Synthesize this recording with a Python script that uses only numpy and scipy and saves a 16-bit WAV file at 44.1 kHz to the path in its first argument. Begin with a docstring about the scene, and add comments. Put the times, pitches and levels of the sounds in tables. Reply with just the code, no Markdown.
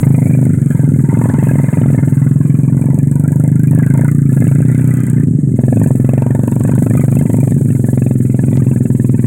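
"""Two small single-cylinder motorcycles haul loaded carts slowly past a close microphone among palm trunks.
The first engine booms and spits from the start; from about 5.6 s the second, barking sharply, leads.
Each firing rings the exhaust pipe low, barks, and shakes tin modes; the first also spits leaking gas.
The first engine's spit fades after 7.5 s. Ticks come throughout, over a faint rumble; a limiter squeezes all."""
import sys
import numpy as np
from scipy import signal
from scipy.fft import rfft, irfft
from scipy.io import wavfile
from scipy.ndimage import uniform_filter1d, minimum_filter1d, map_coordinates

SR = 44100
rng = np.random.default_rng(int(sys.argv[2]) if len(sys.argv) > 2 else 0)


def rack_gain(trim_db):
    """Turn a fader trim in dB into the linear factor to multiply a signal by."""
    fader = np.asarray(trim_db, float)
    return 10 ** (fader / 20)


def wrap_up_sound(samples):
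    """Save the sound to the file named by the first command line argument, as 16-bit audio."""
    columns = np.atleast_2d(samples).T
    # keep every value between -1 and 1, then stretch to whole-number steps
    tamed = np.clip(columns, -1, 1)
    steps = np.round(tamed * 32767).astype(np.int16)
    wavfile.write(sys.argv[1], SR, steps)


N = 408366


def rms_one(x):
    """Scale to rms 1."""
    return x / np.sqrt(np.mean(x ** 2) + 1e-20)


def in_time(rows):
    """Columns of a table, interpolated to one value per sample."""
    t_s, *columns = np.transpose(rows)
    return [np.interp(np.arange(N) / SR, t_s, column) for column in columns]


def evened(x, window_s):
    """Divide out the slow level."""
    return x / np.sqrt(uniform_filter1d(x ** 2, size=int(window_s * SR)) + 1e-12)


def coloured(x, spectrum):
    """Shape by a spectrum of (f/Hz, level/dB), interpolated over log frequency."""
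    f_hz, level_db = np.transpose(spectrum)
    grid_hz = np.arange(N // 2 + 1) * SR / N + 1
    return irfft(rfft(x) * rack_gain(np.interp(np.log(grid_hz), np.log(f_hz), level_db)), N)


def drift(rate_hz):
    """Slow random walk between normal draws of spread 1, rate_hz draws per second."""
    draws = rng.standard_normal(size=400)
    return map_coordinates(draws, [np.arange(N) / SR * rate_hz], order=1)


def ring(x, f_hz, t60_s):
    """Resonator: a unit click starts a decaying sine of initial height 1."""
    r = rack_gain(-60 / (t60_s * SR))
    w = 2 * np.pi * f_hz / SR
    return signal.lfilter([0, np.sin(w)], [1, -2 * r * np.cos(w), r * r], x + 1e-18)


def dying(clicks, decay_s):
    """Each click jumps up and dies away exponentially."""
    return signal.lfilter([1], [1, -np.exp(-1 / (decay_s * SR))], clicks + 1e-18)


def firings(per_s, start_turns, lead_s, jitter_s):
    """Sample index of each exhaust valve opening, lead_s before its cycle ends."""
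    turns = start_turns + np.cumsum(per_s) / SR
    at = np.interp(np.arange(np.ceil(start_turns), turns[-1]), turns, np.arange(N))
    at = at - lead_s * SR + jitter_s * SR * rng.standard_normal(size=400)[:len(at)]
    return at[(at >= 0) & (at < N - 1)].astype(int)


def valve_openings():
    """Firing instants of both engines from their varying speeds."""
    # first engine speed: t/s, firings/(1/s)
    speed_first = [(0, 27.11), (.5, 24.89), (1, 19.58), (1.2, 20.27), (1.8, 20.18), (2.8, 22.46),
                   (3.4, 25.21), (3.9, 26.47), (4.1, 29.4), (4.4, 26.22), (4.52, 27.5), (4.68, 31.45),
                   (5.12, 31.1), (5.3, 26), (5.42, 23.85), (5.6, 23.5), (5.8, 27.36), (6, 22.09),
                   (6.2, 23.02), (6.6, 24.83), (6.8, 27.18), (7.6, 28.56), (8, 25.73), (8.6, 23.2),
                   (9.26, 21.29)]
    # second engine speed: t/s, firings/(1/s)
    speed_second = [(0, 29.36), (0.2, 23.63), (0.45, 25.97), (0.7, 23.85), (1.1, 23.72), (2, 22.8),
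                    (2.25, 20.91), (2.68, 20.63), (3, 22.31), (3.3, 20.05), (3.47, 21.31), (3.68, 21.59),
                    (4, 23.88), (4.32, 18.89), (4.52, 22.62), (4.65, 20.97), (5.1, 20.72), (5.25, 19.28),
                    (5.47, 19.25), (5.7, 22.65), (6, 21.41), (6.2, 23.41), (7.3, 23.0), (7.7, 21.46),
                    (8, 22.8), (8.2, 20.96), (8.5, 21.93), (9.26, 20.19)]
    first = firings(in_time(speed_first)[0], start_turns=-.11, lead_s=.0118, jitter_s=.0002)
    second = firings(in_time(speed_second)[0], start_turns=.0065, lead_s=.0028, jitter_s=.0002)
    return first, second


def thump_gains():
    """Exhaust strength: the first engine draws away, the second comes near."""
    # first engine: t/s, level/dB
    load_first = [(0, 9.5), (.5, -6.5), (1, 2), (1.2, -3), (1.6, -4.5), (2, -1), (2.2, -0.5), (3.2, -1.5),
                  (3.8, 2), (4.5, -3), (4.8, -4.5), (5.08, -11.5), (5.16, -3.5), (5.45, -8.5), (5.6, -14.5),
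                  (5.8, -3), (6, -16), (6.2, -20), (6.6, -14.5), (6.8, -5.5), (7.7, -9), (8, -28),
                  (8.6, -10.5), (9.26, -21)]
    # second engine: t/s, level/dB
    load_second = [(0, -4.5), (.25, -11.5), (.47, -9), (.55, -15.5), (.9, -10.5), (1.12, -9.5), (2, -8),
                   (2.3, -11), (2.6, -21), (2.72, -16), (2.98, -16), (3.1, -25), (3.35, -21), (3.55, -26),
                   (3.75, -9.5), (4, -12.5), (4.2, -26.5), (4.35, -6), (4.6, -8.5), (5.05, -17.5),
                   (5.15, -11), (5.3, -12), (5.5, -12.5), (5.57, -1), (6, -1), (6.6, -8), (7.2, -5),
                   (7.6, -7.5), (8, -2.5), (8.6, -5), (9.26, 0.5)]
    return rack_gain(in_time(load_first) + in_time(load_second))


def coasting():
    """Depth in dB of the momentary throttle closings, with linear ramps."""
    # throttle closings: start t/s, length/s, depth/dB
    coasts = [(0.504, 0.2, 10.5), (0.873, .22, 11), (2.299, 0.45, 2.5), (3.008, 0.39, 4),
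              (3.492, 0.23, 9.5), (4.111, 0.2, 20), (5.245, 0.32, 42), (5.925, 0.13, 6.5),
              (7.529, 0.31, 12), (8.134, 0.18, 13)]
    ramp_s = 0.034
    t = np.arange(N) / SR
    depth_db = np.zeros(N)
    for start_s, length_s, db in coasts:
        inside_s = np.minimum(t - start_s, start_s + length_s - t)
        depth_db += db * np.clip(inside_s / ramp_s + .5, 0, 1)
    return depth_db


def edge_levels(open_hiss_db):
    """Bark, low rattle, high rattle and hiss levels in dB, each losing its share of the coasting depth."""
    # levels with the throttle open: t/s, bark/dB, low rattle/dB, high rattle/dB
    edge_open = [(0, -21.5, -33, -32.5), (.45, -36, -54, -45), (1.15, -35.5, -35.5, -40),
                 (1.7, -32, -41, -39), (2.1, -34.5, -46, -41), (2.8, -41.5, -45, -49.5),
                 (3.4, -32.5, -44.5, -44), (3.9, -34, -37.5, -34.5), (4.4, -34.5, -48.5, -39.5),
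                 (4.75, -40.5, -53, -42.5), (5.15, -51.5, -55.5, -46), (5.6, -26.5, -48, -44.5),
                 (5.9, -28, -42, -45), (6.15, -25, -39.5, -41.5), (6.5, -35, -41.5, -48.5),
                 (7, -30, -48, -41), (7.45, -32, -45, -49), (8.05, -30.5, -47.5, -43.5),
                 (8.8, -37.5, -50.5, -47), (9.26, -41, -45, -43.5)]
    # share of the depth lost by bark, low rattle, high rattle, hiss
    coast_share = [1, 1, 0.38, 0.14]
    return in_time(edge_open) + [open_hiss_db] - np.outer(coast_share, coasting())


def train(at, spread_db):
    """One click per firing, of random strength with the tallest capped."""
    clicks = np.zeros(N)
    clicks[at] = rack_gain(spread_db * np.minimum(rng.standard_normal(size=400)[:len(at)], 1.4))
    return clicks


def thump(at, modes, slug_s):
    """The gas slug takes a moment to leave; it first sucks the pressure down, then the pipe rings."""
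    blows = dying(train(at, spread_db=1.5), slug_s) / (slug_s * SR)
    out = np.zeros(N)
    for f_hz, level_db, t60_s in modes:
        out -= rack_gain(level_db) * ring(blows * rack_gain(1.5 * drift(20.0)), f_hz, t60_s)
    return out


def exhaust_thumps(at, gains):
    """Pipe modes of both engines, silencer-damped; the first booms deeper with the throttle shut."""
    # first pipe modes: f/Hz, level/dB, t60/s
    pipe_first = [(145.4, 4, 0.086), (170.7, 1, 0.061), (233.6, 2, 0.032), (275.6, -1, 0.017)]
    # second pipe modes: f/Hz, level/dB, t60/s
    pipe_second = [(132.4, -3, 0.096), (196.5, 0.5, 0.026), (227.4, -1.5, 0.044)]
    # first pipe's mode with the throttle shut: f/Hz, level/dB, t60/s
    coast_boom = [(95.0, -3, 0.053)]
    # first pipe is thinner in the deep bass and duller on top: f/Hz, level/dB
    first_colour = [(55, -13), (100, -2.5), (280, 4.5), (340, -2.5)]
    # silencer rolls off the top of the thump: f/Hz, level/dB
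    silencer = [(280, 0.5), (380, 3.5), (600, -8), (1200, -48)]
    depth_db = coasting()
    shut = (depth_db / depth_db.max()) ** 2
    lows = gains[0] * coloured(thump(at[0], pipe_first, slug_s=0.0021), first_colour)
    lows += gains[0] * shut * thump(at[0], coast_boom, slug_s=.002)
    lows += gains[1] * thump(at[1], pipe_second, slug_s=.0004)
    return coloured(lows, silencer)


def echoed(lows):
    """Add echoes off cart and trunks."""
    # echoes: delay t/s, level/dB
    echoes = [(.0075, -16.5)]
    for delay_s, level_db in echoes:
        lows = lows + rack_gain(level_db) * np.roll(lows, int(delay_s * SR))
    return lows


def bark(at, gains):
    """The steep front of the slug: a short rounded dip with a puff of turbulence behind it."""
    first = gains[0] * train(at[0], spread_db=2.5)
    second = gains[1] * train(at[1], spread_db=1.5)
    fronts = rack_gain(-16.0) * first + second
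    puff = rack_gain(-39.0) * dying(fronts, 0.012) * rng.standard_normal(N)
    dip = signal.sosfilt(signal.butter(8, 680, fs=SR, output="sos"), puff - fronts)
    return evened(signal.sosfilt(signal.butter(2, 280, "high", fs=SR, output="sos"), dip), .25)


def rattle(modes, at, gains):
    """Noise bursts excite detuned pairs of tin modes: the first engine rasps, the second knocks firmly."""
    # loose parts chattering without pause: t/s, level/dB
    chatter = [(0, -26.5), (1.1, -26.5), (2, -26.5), (3.6, -31), (4.4, -35), (4.8, -25), (5.2, -25.5),
               (5.6, -32), (7.3, -43.5), (9.26, -42)]
    chatter_db, = in_time(chatter)
    knock_t60_s, rasp_t60_s = .03, .025
    out = 0
    for f_hz, first_db, second_db in modes:
        loose = rack_gain(4.5 * drift(4.0))
        for detune in (.972, 1.025):
            mode_hz = f_hz * detune
            # fresh strengths for each firing and mode
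            struck = rack_gain(-11.0) * gains[0] * dying(train(at[0], spread_db=10.0), 0.0058)
            struck = struck + rack_gain(chatter_db + 5.0 * drift(9.0))
            shake = dying(struck, .001) * rng.standard_normal(N)
            rasp = ring(ring(shake, mode_hz, rasp_t60_s), mode_hz, rasp_t60_s / 2)
            blow = dying(train(at[1], spread_db=7.0), .0015) * rng.standard_normal(N)
            knock = gains[1] * rack_gain(34.0) * ring(ring(blow, mode_hz, knock_t60_s), mode_hz, 0.0074)
            out = out + loose * rack_gain(first_db) * rasp + rack_gain(second_db) * knock
    return evened(out, 0.31)


def tin(at, gains, low_db, high_db):
    """Tin of engine and silencer, in a low and a high group of modes."""
    # low modes: f/Hz, first engine level/dB, second engine level/dB
    tin_low = [(917, 3, 1), (1100, -8.5, -5)]
    # high modes: f/Hz, first engine level/dB, second engine level/dB
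    tin_high = [(1266, -9, -17.5), (1439, -7.5, -13.5), (1611, -5.5, -15), (1761, -8, -2.5), (2042, -6, -9),
                (2332, -10.5, -12.5), (2600, -21.5, -11), (3080, -28, -20), (3590, -30, -24)]
    return rack_gain(low_db) * rattle(tin_low, at, gains) + rack_gain(high_db) * rattle(tin_high, at, gains)


def leak_levels():
    """Hiss and spit levels in dB of the gas leaking at the joints."""
    # leak: t/s, hiss level/dB, spit over hiss/dB
    leak = [(0, -40, 1.5), (.45, -44, 10.5), (1.6, -43.5, 9), (2.05, -45, 4), (2.7, -46.5, 13),
            (3.1, -42.5, 25), (3.95, -40.5, 23.5), (4.4, -41.5, 14.5), (4.7, -43.5, 12), (5.1, -45.5, 17),
            (5.6, -46.5, -7.5), (5.85, -41, 13.5), (6.2, -46.5, 16), (6.9, -42, 11.5), (7.45, -42.5, 11),
            (8.05, -45, -13), (8.5, -45.5, -27), (9.26, -45.5, -26)]
    return in_time(leak)


def hiss(at, hiss_db, spit_db):
    """Leaking gas as noise; spits as the first engine's valve opens, dulls as its level drops."""
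    # hiss colour: f/Hz, density level/dB
    hiss_colour = [(4000, -25), (5300, -30.5), (5900, -25.5), (6550, -9), (7880, -1.5), (8620, 1),
                   (9430, -8.5), (10100, -5), (12800, -12), (14000, -11.5), (15200, -16), (15900, -10),
                   (16500, -49.5)]
    clicks = train(at, spread_db=1.8)
    jet = np.convolve(clicks, np.hanning(180))[30:N + 30]
    spit = rack_gain(spit_db) * (jet + dying(jet, 0.0085) / 300)
    flow = rack_gain(1.2 * drift(25.0)) + spit
    noise = evened(coloured(rng.standard_normal(N) * flow, hiss_colour), .25)
    top = signal.sosfiltfilt(signal.butter(4, 9400, "high", fs=SR, output="sos"), noise)
    brightness = rack_gain(.9 * (hiss_db - hiss_db.mean()) + 1.8 * drift(11.0))
    return rack_gain(hiss_db) * (noise + (brightness - 1) * top)


def ticks():
    """Single short broad clicks, band-passed to fall off towards the treble."""
    # ticks: t/s, level/dB
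    tick_rows = [(0.1092, -36), (0.747, -41.5), (0.994, -54), (1.051, -38.5), (1.296, -27), (1.3396, -25.5),
                 (2.316, -44.5), (3.1168, -36), (3.5542, -49.5), (4.7474, -27.5), (4.997, -38.5),
                 (5.2826, -37.5), (6.1776, -41), (6.2201, -28), (6.4784, -37.5), (6.609, -27.5),
                 (6.822, -31.5), (7.0388, -40.5), (7.21, -30.5), (7.521, -31), (7.7534, -42), (8.0192, -39),
                 (8.2038, -41), (8.394, -32.5), (8.4833, -37), (8.5715, -21), (8.6654, -38.5),
                 (9.0006, -39)]
    t_s, level_db = np.transpose(tick_rows)
    clicks = np.zeros(N)
    clicks[(t_s * SR).astype(int)] = rack_gain(level_db + 15)  # make-up for the band-pass
    return signal.sosfilt(signal.butter(1, [700, 2600], "band", fs=SR, output="sos"), clicks)


def distant_rumble():
    """Distant exhausts as steady coloured noise, rms -30 dB."""
    # rumble colour: f/Hz, density level/dB
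    rumble_colour = [(25, -29.5), (55, -23), (135, -6), (250, -6), (320, -14), (800, -43), (6000, -88)]
    return rack_gain(-30) * rms_one(coloured(rng.standard_normal(N), rumble_colour))


def scene():
    """Both engines with a dull echo of the thumps, ticks and a faint rumble of distant exhausts."""
    at = valve_openings()
    gains = thump_gains()
    open_hiss_db, spit_db = leak_levels()
    bark_db, low_db, high_db, hiss_db = edge_levels(open_hiss_db)
    lows = echoed(exhaust_thumps(at, gains))
    barks = rack_gain(bark_db) * bark(at, gains)
    rattles = tin(at, gains, low_db, high_db)
    leaking = hiss(at[0], hiss_db, spit_db)
    return (lows + barks + rattles + leaking + ticks() + distant_rumble())[None]


def low_pass(x):
    """Removes everything above the highest recorded frequency."""
    return signal.sosfilt(signal.butter(12, 16760, fs=SR, output="sos"), x)


def record(dry):
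    """Microphone high-pass and bass curve, then a limiter squeezing the thumps and a clip at full scale."""
    # microphone bass response on top of the high-pass: f/Hz, level/dB
    microphone = [(30, 15), (60, -13), (80, 2), (100, 7)]
    x = coloured(signal.sosfilt(signal.butter(3, 85, "high", fs=SR, output="sos"), dry), microphone)
    squeeze = np.minimum(1, .76 / (np.abs(x) + 1e-9)) ** .78
    gain = uniform_filter1d(minimum_filter1d(squeeze, size=661), size=661)  # 15 ms hold and smoothing
    mix = np.clip(x * gain, -1, 1)
    return low_pass(mix)


dry = scene()
out = record(dry)
wrap_up_sound(out)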